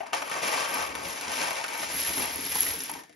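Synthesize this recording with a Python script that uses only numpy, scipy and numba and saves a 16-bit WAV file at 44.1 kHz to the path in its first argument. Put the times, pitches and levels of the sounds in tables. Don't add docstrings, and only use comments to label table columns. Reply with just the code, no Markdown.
import sys
import numpy as np
from scipy import signal
from scipy.fft import rfft, irfft, next_fast_len
from scipy.io import wavfile
from scipy.ndimage import uniform_filter1d
from numba import njit

SR = 44100
rng = np.random.default_rng(int(sys.argv[2]) if len(sys.argv) > 2 else 0)


def wav_record(signal):
    frames = np.transpose(np.atleast_2d(signal))
    bounded = np.clip(frames, -1, 1)
    quanta = np.round(bounded * 32767).astype(np.int16)
    wavfile.write(sys.argv[1], SR, quanta)


N = 138915

# (frequency [Hz], relative level [dB])
HUSH_COLOUR = [(24, -24), (40, -2), (277, -34), (627, 13), (1390, -13), (1690, 22), (11400, -50),
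               (15000, -70)]
HUSH_DB = -64

# (time [s], box rattle [dB],
# brick clatter [dB], brick ring [dB], table knock [dB], table thump [dB])
STREAM_LEVELS = [(0.0, -47.5, -53, -63, -64, -76), (0.05, -54, -63, -79, -57, -68),
                 (0.075, -52.5, -53.5, -82, -52, -76), (0.121, -51.5, -64, -71, -71, -76),
                 (0.138, -35.5, -33, -62, -51, -70), (0.2, -42.5, -45, -55, -52, -78),
                 (0.27, -45.5, -49, -56, -54, -74), (0.3, -48, -45, -59, -52, -76),
                 (0.32, -38.5, -41, -57, -58, -73), (0.41, -39.5, -40.5, -55, -51, -75),
                 (0.43, -36, -35.5, -47, -40.5, -66), (0.53, -34, -34.5, -46, -54, -73),
                 (0.56, -37, -36, -44.5, -43, -78), (0.66, -33.5, -35, -58, -57, -64),
                 (0.67, -38, -40, -49, -63, -74), (0.71, -37, -39, -42, -41, -81),
                 (0.81, -36, -38, -50, -52, -47), (0.88, -42, -45, -53, -52, -68),
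                 (0.9, -42.5, -48, -63, -46.5, -53), (1.098, -44.5, -40, -47, -44.5, -47),
                 (1.14, -47, -44, -51.5, -53.5, -82), (1.3, -40, -40.5, -59, -48.5, -53),
                 (1.32, -39, -35.5, -47, -44.5, -72), (1.41, -37, -34.5, -43.5, -42.5, -72),
                 (1.52, -40, -42, -54, -63, -86), (1.55, -39.5, -38, -53, -67, -75),
                 (1.59, -39, -39.5, -63, -59, -68), (1.7, -44.5, -44.5, -57, -56, -60),
                 (1.76, -40.5, -42, -49, -53.5, -69), (1.84, -45.5, -37, -46, -44, -55),
                 (1.89, -44, -39.5, -55, -53, -60), (1.95, -48.5, -40, -37.5, -46, -47),
                 (2.04, -49, -34.5, -35, -45, -56), (2.09, -45.5, -40, -38, -46, -54),
                 (2.16, -45, -35.5, -36, -44, -50), (2.18, -41.5, -35, -34, -36, -45),
                 (2.29, -40, -39, -46, -51.5, -52), (2.34, -45, -40.5, -42, -42.5, -45),
                 (2.42, -48.5, -39, -41, -44.5, -59), (2.58, -51, -35.5, -33, -43, -49),
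                 (2.67, -46, -36.5, -32, -44, -47), (2.718, -44, -37, -35.5, -48, -46),
                 (2.77, -53, -46.5, -42.5, -47, -66), (2.83, -56, -42.5, -44, -49.5, -66),
                 (2.99, -51.5, -51.5, -57.5, -50.5, -61), (3.08, -81, -68.5, -77, -67, -83),
                 (3.11, -81, -66, -85, -53.5, -79), (3.15, -82, -76, -77, -79, -66)]
BOX_DB, CRACK_DB, SHELL_DB, RING_DB, TABLE_DB, THUMP_DB = 5.5, 2.5, -2.5, 3, -2, -1.1
HITS_PER_S, SHELL_PER_S, RING_PER_S, TABLE_PER_S, THUMP_PER_S = 850, 700, 1100, 200, 150
HIT_SCATTER_DB, RING_SCATTER_DB, TABLE_SCATTER_DB = -0.5, 1, 1.5
SPOTS = 3
FLUTTER_DB, FLUTTER_HZ = 1.3, 50

# (frequency [Hz], relative level [dB], t60 [s])
BOX_TONES = [(515, -3, 0.031), (655, -4, 0.062), (710, -1, 0.011), (797, -4.5, 0.045), (910, -1.1, 0.058),
             (1113, -4.5, 0.028), (1231, -2.5, 0.043), (1390, -27, 0.03), (1536, -3.5, 0.045),
             (1815, -1.5, 0.027), (2247, -1, 0.046), (2590, 1.5, 0.019), (3110, -3.5, 0.014)]
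# (time [s], frequency [Hz])
BOX_AIR_PITCH = [(0.8, 1150), (1.5, 943)]
BOX_AIR_DB, BOX_AIR_T60_S = -1.5, 0.06
# (frequency [Hz], relative level [dB], t60 [s])
SHELL_TONES = [(2180, 8, 0.0056), (2922, -4.5, 0.03), (3975, -8, 0.04), (5323, -2, 0.029),
               (6320, -5, 0.0098)]
# (frequency [Hz], relative level [dB], t60 [s])
BRICK_TONES = [(7300, -8, .004), (8300, -8, .004), (9300, -8, .004), (10400, -11, .004), (10950, -4, .009),
               (11200, 0.5, .014), (11400, -4, .009), (13900, -24, .003), (15350, -8, .012),
               (15600, -7, .012)]
# (frequency [Hz], relative level [dB], t60 [s])
TABLE_TONES = [(174.5, -1.5, 0.11), (219, -5, 0.055), (257, 1, 0.12), (298.5, 6.5, 0.096),
               (362, -11, 0.094), (437.7, 3.5, 0.13)]
# (frequency [Hz], relative level [dB], t60 [s])
THUMP_TONES = [(63, 0.5, 0.097), (75.6, 0.5, 0.23), (122, -14, 0.091)]
BOX_DETUNE, SHELL_DETUNE, BRICK_DETUNE, TABLE_DETUNE = 0.036, 0.0854, 0.0055, 0.068
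TONE_SCATTER_DB, KNOCK_SCATTER_DB = 1.5, 2.2
RISE_S = 0.00025

# (frequency [Hz], relative level [dB])
CRACK_COLOUR = [(200, -17.5), (1000, -1), (2300, 2.5), (3500, -1), (5300, -2.5), (7000, -1), (10300, -2.5),
                (11700, -10), (12700, -25), (13600, -49), (14700, -1.5), (15500, -35), (20000, 0.5)]
CRACK_S = .0022

# (time [s], level [dB],
# box share [dB], brick ring share [dB], table share [dB], single tone [Hz], single tone share [dB])
KNOCK_EVENTS = [(0.0056, -37, 14, -39, 0, 716, 17.5), (0.0317, -40, -2, -36, -22, 810, 17),
                (0.041, -48, 4, -38, -17, 1100, 2), (0.0590, -42, 12, -38, -25, 1060, 0),
                (0.066, -31, 1, -38, -25, 1000, 2), (0.126, -37.5, 9.5, -38, -22, 980, 11),
                (0.1318, -14.5, 6, -38, -53, 1220, 0), (0.2214, -24.5, 8, -26, -20, 1140, -12),
                (0.2981, -27, 1, -8, -29, 1200, 2), (0.315, -29.5, 10, -29, -2, 1240, 7),
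                (0.4552, -21, 0, -19, -18, 1160, -8), (0.4604, -37, 2, -21, -22, 1170, -1),
                (0.539, -32, 14, -20, -18, 1130, -10), (0.5777, -21, -9, -28, -16, 1100, 5.5),
                (0.7417, -22.5, -5, -4, -11, 1090, -6), (0.8235, -24.5, 2, -9, -19, 1190, -9),
                (0.952, -20, 1, -14, -25, 2190, -4), (1.2107, -21, -22, -12, -15, 1470, -7),
                (1.295, -24, -4, -24, -34, 1440, -0.5), (1.331, -33, -13, -17, -22, 1315, 5),
                (1.451, -28, -7, -29, -20, 2310, -7), (1.507, -19, 1, -19, -37, 920, -10),
                (1.5305, -25, -7, -13, -30, 900, 2), (1.5647, -34, 11, -24, -34, 930, -4),
                (1.5865, -27, -5, -22, -27, 810, 2), (1.614, -34, -1, -14, -5, 950, 11),
                (1.6399, -18.5, -2, -24, -16, 2750, 2), (1.6449, -26.5, 6.5, -20, -15, 1420, 3.5),
                (1.6645, -29, -3, -11, -16, 1000, -10), (1.6813, -19.5, -4, -18, -21, 2310, -6),
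                (1.733, -23, -3, -17, -26, 1260, -17), (1.8295, -26, 8.5, -18, -12, 970, -22),
                (1.9399, -28.5, 9.5, -7, 2.5, 1060, -21), (1.9966, -32, -22, -3, -22, 5690, -3),
                (2.0487, -27, -10, -8, -32, 1760, 7), (2.1339, -15.5, -15, -19, -27, 5140, -7),
                (2.171, -30.5, -16, -26, -18, 940, 9.5), (2.199, -26, -20, -17, -8.5, 950, 5),
                (2.2882, -38, -12, -18, -5, 935, -1), (2.5537, -18, -11, -5, -14, 936, 1.5),
                (2.6175, -25, -15, 3, -19, 6650, 16.5), (2.665, -21, -13, -12, -22, 1950, 5),
                (2.7366, -36, -8, -2, -15, 456, 6.5), (2.8043, -22, -24, -9, -30, 5950, 8.5),
                (2.8946, -21, -4, -7, -16, 926, -1.5), (2.9373, -24.5, -4.5, -12, -24, 2250, -12),
                (2.952, -37, -12, -21, -10, 880, 12), (2.968, -35, -7, -21, -19, 885, 3.5),
                (3.036, -35, -6, -26, -23, 806, -3), (3.0953, -40.5, -7, -34, -9, 646, -2.5),
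                (3.127, -43, -14, -22, -27, 2900, 0)]
KNOCK_DB, KNOCK_BOX_DB, KNOCK_RING_DB, KNOCK_TABLE_DB = -5.5, -12.5, 4.5, -18
KNOCK_CONTACTS = 4
KNOCK_BOUNCES_S, KNOCK_BOUNCE_DB = .007, -3
TONE_CYCLES = 25
# (time [s], level [dB])
TICK_EVENTS = [(1.7763, -22), (1.92, -23), (2.014, -18), (2.1181, -26), (2.131, -31), (2.151, -31),
               (2.189, -44), (2.2572, -15), (2.3591, -16), (2.5566, -10), (2.587, -8), (2.5984, -14),
               (2.606, -1), (2.611, -19), (2.6174, -21), (2.6264, -17), (2.6614, -26), (2.681, -14),
               (2.793, -24), (2.8187, -16), (2.8364, -16), (2.915, -16)]
TICK_DB = -8

# (frequency [Hz], share of direct sound [0-1],
# phase lead of right over left [half turns], left minus right [dB])
STEREO_BANDS = [(50, .72, -.05, 0), (140, .95, -.12, .9), (300, .88, -.18, 3), (500, .4, -.42, 4.6),
                (1200, .25, -.3, 3), (1550, .2, .3, -1), (2240, .55, .29, 2.5), (2900, .6, -.18, 3),
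                (3900, .7, -.04, 3.5), (5000, .68, -.17, 5.5), (5700, .76, 0, 4), (6700, .66, .31, 2.5),
                (7500, .7, .78, .5), (7620, 1, 1, 0), (8750, 1, 1, 0), (8950, .75, 1.17, 0),
                (9500, .7, 1.4, 0), (10300, .7, 1.78, 0), (10500, 1, 2, 0), (13000, 1, 2, 0),
                (13500, 1, 3, 0), (15250, 1, 3, 0), (15500, .96, 3, 0), (22050, .96, 3, 0)]
KNOCK_NEARNESS = .6
NEAR_T60_S = 0.027
ROOM_T60_S, ROOM_DB = 0.2, 0.5
BASS_CUT_HZ, TOP_HZ = 79, 15800


def undb(db):
    return 10 ** (np.asarray(db) / 20)


def level(x, db):
    return x * undb(db) / np.sqrt(np.mean(x ** 2))


def columns(table):
    return np.array(table).T


def colour(x, points):
    hz, db = columns(points)
    size = 2048
    grid_hz = np.arange(size // 2 + 1) * SR / size
    grid_db = np.interp(np.log(grid_hz + 1), np.log(hz), db)
    cepstrum = irfft(np.log(undb(grid_db)))
    cepstrum[1:size // 2] *= 2
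    cepstrum[size // 2 + 1:] = 0
    impulse = irfft(np.exp(rfft(cepstrum)))
    return signal.fftconvolve(x, impulse)[:N]


def hush():
    return level(colour(rng.standard_normal(N), HUSH_COLOUR), HUSH_DB)


def walk(rate):
    window = int(SR / rate)
    once = uniform_filter1d(rng.standard_normal(N), window)
    return level(uniform_filter1d(once, window), 0)


def shower(rate, scatter_db):
    draw = rng.random((1000 * N // SR, 2))
    times = np.cumsum(-np.log(1 - draw[:, 0])) / rate
    keep = times < (N - 1) / SR
    extra = np.minimum(-np.log(1 - draw[keep, 1]), 3)
    return times[keep], undb(scatter_db * extra)


@njit
def grains(out, start, gain, turn, fall, rise):
    for k in range(len(start)):
        step = fall[k] * np.exp(1j * turn[k])
        spin, not_risen, fade = gain[k] + 0j, 1., 1.
        for i in range(start[k], len(out)):
            out[i] += spin.imag * (1 - not_risen)
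            spin *= step
            not_risen *= rise[k]
            fade *= fall[k]
            if fade < .01:
                break
    return out


def ring(times, gains, tones, detune, scatter_db=TONE_SCATTER_DB):
    hz, db, t60 = tones
    chance = rng.standard_normal((len(times), 3, np.shape(db)[-1]))
    sign = np.sign(chance[:, 0])
    strength = undb(db + scatter_db * np.clip(chance[:, 1], -2, 2))
    gain = gains[:, None] * sign * strength
    turn = 2 * np.pi * hz * (1 + detune * chance[:, 2]) / SR
    start = (times * SR).astype(np.int64)[:, None]
    fall = np.exp(-np.log(1000) / (t60 * SR))
    rise = np.exp(-1 / (RISE_S * SR))
    rows = np.broadcast_arrays(start, gain, turn, fall, rise)
    return grains(np.zeros(N), *(row.ravel() for row in rows))


def box(times, gains):
    walls = ring(times, gains, columns(BOX_TONES), BOX_DETUNE)
    air_hz = np.interp(times, *columns(BOX_AIR_PITCH))[:, None]
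    air = ring(times, gains, (air_hz, np.array([BOX_AIR_DB]), BOX_AIR_T60_S), BOX_DETUNE)
    return walls + air


def clicks(times, gains):
    return np.bincount(np.clip((times * SR).astype(int), 0, N - 1), gains, minlength=N)


def crack(times, gains):
    fall = np.exp(-1 / (CRACK_S * SR))
    power = signal.lfilter([1], [1, -fall ** 2], clicks(times, gains ** 2))
    return colour(np.sqrt(power) * rng.standard_normal(N), CRACK_COLOUR)


def brick_shell(times, gains):
    return ring(times, gains, columns(SHELL_TONES), SHELL_DETUNE)


def brick_ring(times, gains, scatter_db=TONE_SCATTER_DB):
    return ring(times, gains, columns(BRICK_TONES), BRICK_DETUNE, scatter_db)


def table_knock(times, gains):
    return ring(times, gains, columns(TABLE_TONES), TABLE_DETUNE)


def table_thump(times, gains):
    return ring(times, gains, columns(THUMP_TONES), TABLE_DETUNE)


def pour(flutter_db):
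    flow = columns(STREAM_LEVELS)

    def layer(maker, collisions, column, trim_db):
        times, sizes = collisions
        flow_db = np.interp(times, flow[0], flow[column])
        gains = sizes * undb(trim_db + flow_db + flutter_db[(times * SR).astype(int)])
        loudness = np.sqrt(np.sum(gains ** 2) / np.sum(sizes ** 2) / SPOTS)
        return level(maker(times, gains), 0) * loudness

    hits = shower(HITS_PER_S / SPOTS, HIT_SCATTER_DB)
    mix = layer(box, hits, 1, BOX_DB)
    mix += layer(crack, hits, 2, CRACK_DB)
    mix += layer(brick_shell, shower(SHELL_PER_S / SPOTS, HIT_SCATTER_DB), 2, SHELL_DB)
    mix += layer(brick_ring, shower(RING_PER_S / SPOTS, RING_SCATTER_DB), 3, RING_DB)
    mix += layer(table_knock, shower(TABLE_PER_S / SPOTS, TABLE_SCATTER_DB), 4, TABLE_DB)
    mix += layer(table_thump, shower(THUMP_PER_S / SPOTS, TABLE_SCATTER_DB), 5, THUMP_DB)
    return mix


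def knocks():
    rows = np.repeat(np.array(KNOCK_EVENTS), KNOCK_CONTACTS, axis=0)
    start, peak_db, box_db, ring_db, table_db = rows[:, :5].T
    tone_hz, tone_db = rows[:, 5:6], rows[:, 6:7]
    bounce = np.arange(len(rows)) % KNOCK_CONTACTS > 0
    later = rng.random(len(rows)) * bounce
    times = start + KNOCK_BOUNCES_S * later
    db = peak_db + KNOCK_DB + KNOCK_BOUNCE_DB * (later > 0) * (1 + later)

    def strike(share_db, tones, detune):
        return ring(times, undb(db + share_db), tones, detune, KNOCK_SCATTER_DB)

    mix = strike(box_db + KNOCK_BOX_DB, columns(BOX_TONES), BOX_DETUNE)
    mix += crack(times, undb(db))
    mix += strike(ring_db + KNOCK_RING_DB, columns(BRICK_TONES), BRICK_DETUNE)
    mix += strike(table_db + KNOCK_TABLE_DB, columns(TABLE_TONES), TABLE_DETUNE)
    mix += strike(0, (tone_hz, tone_db, TONE_CYCLES / tone_hz), BOX_DETUNE)
    return mix


def ticks():
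    times, db = columns(TICK_EVENTS)
    return brick_ring(times, undb(db + TICK_DB), KNOCK_SCATTER_DB)


def stereo_spread(x, nearness=1):
    size = next_fast_len(N + SR // 2)
    grid_hz = np.arange(size // 2 + 1) * SR / size
    hz, *bands = columns(STEREO_BANDS)
    direct, half_turns, pan_db = (np.interp(grid_hz, hz, values) for values in bands)

    t = np.arange(SR // 2) / SR
    fading = undb(-60 * t / NEAR_T60_S) + undb(ROOM_DB - 60 * t / ROOM_T60_S)
    tails = rng.standard_normal((2, len(t))) * fading
    tails /= np.sqrt(np.sum(tails ** 2, axis=1, keepdims=True))

    share = np.clip(direct, 0, 1) ** nearness
    side = np.array([[-.5], [.5]])
    direct_gain = np.sqrt(share) * np.exp(1j * np.pi * side * half_turns)
    echo_gain = np.sqrt(1 - share) * rfft(tails, size)
    spread = rfft(x, size) * (direct_gain + echo_gain) * undb(-side * pan_db)
    return irfft(spread, size)[:, :N]


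def scene():
    background = hush()
    flutter_db = FLUTTER_DB * walk(FLUTTER_HZ)
    stream = sum(stereo_spread(pour(flutter_db)) for _ in range(SPOTS))
    return stream + stereo_spread(knocks() + ticks() + background, KNOCK_NEARNESS)


def record(dry):
    bass_cut = signal.butter(2, BASS_CUT_HZ, "high", fs=SR, output="sos")
    top_cut = signal.ellip(12, .2, 70, TOP_HZ, fs=SR, output="sos")
    return signal.sosfilt(top_cut, signal.sosfilt(bass_cut, dry))


dry = scene()
out = record(dry)
wav_record(out)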